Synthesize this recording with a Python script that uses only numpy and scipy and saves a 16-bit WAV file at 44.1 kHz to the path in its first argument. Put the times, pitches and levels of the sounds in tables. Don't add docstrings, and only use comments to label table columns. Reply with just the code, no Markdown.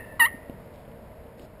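import sys
import numpy as np
from scipy import signal
from scipy.fft import rfft, irfft
from scipy.io import wavfile
from scipy.ndimage import map_coordinates

SR = 44100
rng = np.random.default_rng(int(sys.argv[2]) if len(sys.argv) > 2 else 0)


def master_out(mix):
    frames = np.transpose(np.atleast_2d(mix))
    ceiling = np.clip(frames, -1, 1)
    pcm = np.round(ceiling * 32767).astype(np.int16)
    wavfile.write(sys.argv[1], SR, pcm)


N = 70560


def yelp(t, pitch_ratio):
    # time into the yelp in seconds, pitch in Hz.
    contour = [(0, 1147), (.003, 1213), (.0055, 972), (.015, 966), (.026, 921.4), (.044, 911.6),
               (.057, 930.6), (.068, 1025), (.081, 1212)]
    # harmonic number, level in dB, then start, attack, fade start
    # and release in seconds, mid-call dip in dB (negative swells).
    partials = [(1, -10.5, 0.00078, 0.0016, 0.079, 0.0055, -2),
                (2, 2.5, 0.00124, 0.013, 0.055, 0.024, -0.5), (3, -11.5, .003, .004, 0.0603, 0.019, -1.5),
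                (4, -19.5, 0.00062, 0.0084, 0.0674, 0.0049, 22), (5, -37.5, 0, .006, .06, .01, -6)]
    # frequency in Hz, level in dB.
    rasp_spectrum = [(300, -28), (800, -18), (1200, 9.5), (1600, -2), (2200, -9), (3300, -14), (4500, -6),
                     (5500, -31)]
    jitter, shimmer_db, rough_hz, fade_db_per_s = 0.0056, 0.16, 455.5, 68
    hz = pitch_ratio * np.interp(t, *np.array(contour).T) * (1 + jitter * drift(rough_hz))
    phase = 2 * np.pi * np.cumsum(hz) / SR
    mid_call = np.exp(-((t - 0.038) / 0.016) ** 2)
    tone, gates = 0, []
    for harmonic, db, start, attack, fade, release, dip_db in partials:
        gate = ramp((t - start) / attack) * (1 - ramp((t - fade) / release))
        gain = undb(db - dip_db * mid_call + shimmer_db * drift(rough_hz))
        tone += np.sqrt(2) * gate * gain * np.sin(harmonic * phase)
        gates.append(gate)
    airflow = np.mean(gates, axis=0) * (1 + .5 * np.sin(phase))
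    rasp = undb(-19) * noise(rasp_spectrum) * airflow
    return (tone + rasp) * undb(-fade_db_per_s * t)


def trunk_echo(t):
    # frequency in Hz, gain in dB.
    echo_spectrum = [(300, -2.5), (950, -22.5), (1400, -12), (1870, -1), (2200, 4.5), (2800, -5.5),
                     (4000, -10), (5000, -19)]
    ground_s, scatter_delay_s, returns_per_s = 0.015, 0.013, 1400
    ground = undb(-21) * np.sinc((t - ground_s) * SR)
    scatter = rng.standard_normal(N) * (rng.random(N) < returns_per_s / SR)
    near = undb(-14.5) * unit(scatter * decay(t - scatter_delay_s, t60=0.086))
    far = undb(-23) * unit(rng.standard_normal(N) * decay(t - scatter_delay_s, t60=0.75))
    return colour(ground + (near + far) / np.sqrt(N), echo_spectrum)


def turkey(t):
    # start in seconds, gain in dB, pitch ratio.
    yelps = [(-0.17, -7, 0.96), (0.193, -15.5, 1.0)]
    out = 0
    for start, db, pitch_ratio in yelps:
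        call = undb(db) * yelp(t, pitch_ratio)
        echo = signal.fftconvolve(call, trunk_echo(t))[:N]
        age = t - round(start * SR) / SR
        out += np.interp(age, t, call + echo, left=0, right=0)
    return out


def handling_bumps(t):
    # start in seconds, level in dB, ring in Hz, contact in seconds, knock re the ring in dB.
    bumps = [(0.341, -25, 255, 0.0045, -16), (0.4965, -24, 244.7, 0.0011, -5),
             (0.542, -31, 130, 0.0051, -14), (1.089, -44, 105, 0.007, -14), (1.399, -35, 230, .002, -6)]
    knock_hz = 640
    out = 0
    for start, db, ring_hz, contact, knock_db in bumps:
        age = t - start
        ring = decay(age, t60=0.032) * np.sin(2 * np.pi * ring_hz * age)
        knock = decay(age, t60=0.021) * np.sin(2 * np.pi * knock_hz * age)
        out += undb(db) * ramp(age / contact) * (ring - undb(knock_db) * knock)
    return out


def twig_ticks(t):
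    # start in seconds, gain in dB.
    ticks = [(0.497, -45), (0.852, -52), (0.916, -50), (1.268, -57), (1.395, -41.5)]
    # frequency in Hz, level in dB.
    twig_spectrum = [(800, -12), (2000, -7), (3000, 8), (4000, -6.5), (5500, -17)]
    envelope = sum(undb(db) * decay(t - start, t60=0.016) for start, db in ticks)
    return envelope * noise(twig_spectrum) / 2


def leaf_rustles(t):
    # start and length in seconds, leaf level and scuff level in dB.
    rustles = [(0.71, 0.14, -59.5, -72), (1.368, 0.11, -56, -48.5)]
    # frequency in Hz, level in dB.
    leaf_spectrum = [(500, -10), (1500, -6), (2800, 0), (4200, -3), (5600, -1.5)]
    scuff_spectrum = [(60, -12), (150, -18), (280, 0.5), (600, 6.5), (1200, -36), (3000, -22.5)]
    grains = rng.standard_normal(N) * undb(3.7 * drift(rate_hz=900))
    leaves = unit(colour(grains, leaf_spectrum))
    scuff = noise(scuff_spectrum)
    out = 0
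    for start, length, leaf_db, scuff_db in rustles:
        swell = np.sin(np.pi * np.clip((t - start) / length, 0, 1))
        out += swell * (undb(leaf_db) * leaves + undb(scuff_db) * scuff)
    return out


def background(t):
    # frequency in Hz, level in dB.
    rush_spectrum = [(15, -12), (25, -5), (66, -1.5), (130, -5.5), (220, -6), (290, -11.5), (370, -12.5),
                     (470, -9.5), (620, -6), (780, -17), (930, -14), (1150, -22), (2100, -25.5),
                     (3300, -36), (4500, -39), (5800, -38)]
    # frequency in Hz, rms level in dB.
    hum_tones = [(226, -63), (465, -60), (570, -64), (620, -62.5)]
    rush_db, ease_db_per_s = -44, 2.26
    rush = noise(rush_spectrum) * undb(rush_db - ease_db_per_s * t)
    hum = 0
    for hz, db in hum_tones:
        gain = undb(db + 3.1 * drift(rate_hz=8.67))
        wavering_hz = hz * (1 + 0.01269 * drift(rate_hz=14))
        hum += np.sqrt(2) * gain * np.sin(2 * np.pi * np.cumsum(wavering_hz) / SR)
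    return rush + hum


def undb(db):
    return 10 ** (np.asarray(db) / 20)


def unit(x):
    return x / np.sqrt(np.mean(x ** 2) + 1e-20)


def colour(x, spectrum):
    hz, db = np.array(spectrum, float).T
    bin_hz = np.maximum(np.fft.rfftfreq(2 * len(x), 1 / SR), 1)
    gain = undb(np.interp(np.log(bin_hz), np.log(hz), db))
    return irfft(rfft(x, 2 * len(x)) * gain)[:len(x)]


def noise(spectrum):
    return unit(colour(rng.standard_normal(N), spectrum))


def drift(rate_hz):
    position = np.arange(N) * rate_hz / SR
    return unit(map_coordinates(rng.standard_normal(4096), [position], order=3, mode="wrap"))


def ramp(progress):
    return np.sin(np.pi / 2 * np.clip(progress, 0, 1)) ** 2


def decay(age, t60):
    return (age >= 0) * np.exp(-np.log(1000) * np.maximum(age, 0) / t60)


def scene():
    t = np.arange(N) / SR
    microphone = turkey(t) + handling_bumps(t) + twig_ticks(t) + leaf_rustles(t) + background(t)
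    return np.tile(microphone, (2, 1))


def record(dry):
    band_hz, hold_hz, repeats, top_hz = 5550, 12000, 4, 15400
    band = signal.sosfiltfilt(signal.butter(12, band_hz, fs=SR, output="sos"), dry)
    samples = signal.resample_poly(band, hold_hz, SR, axis=1)
    steps = np.repeat(samples, repeats, axis=1)
    held = signal.resample_poly(steps, SR, hold_hz * repeats, axis=1)[:, :N]
    return signal.sosfilt(signal.ellip(8, .2, 70, top_hz, fs=SR, output="sos"), held)


dry = scene()
out = record(dry)
master_out(out)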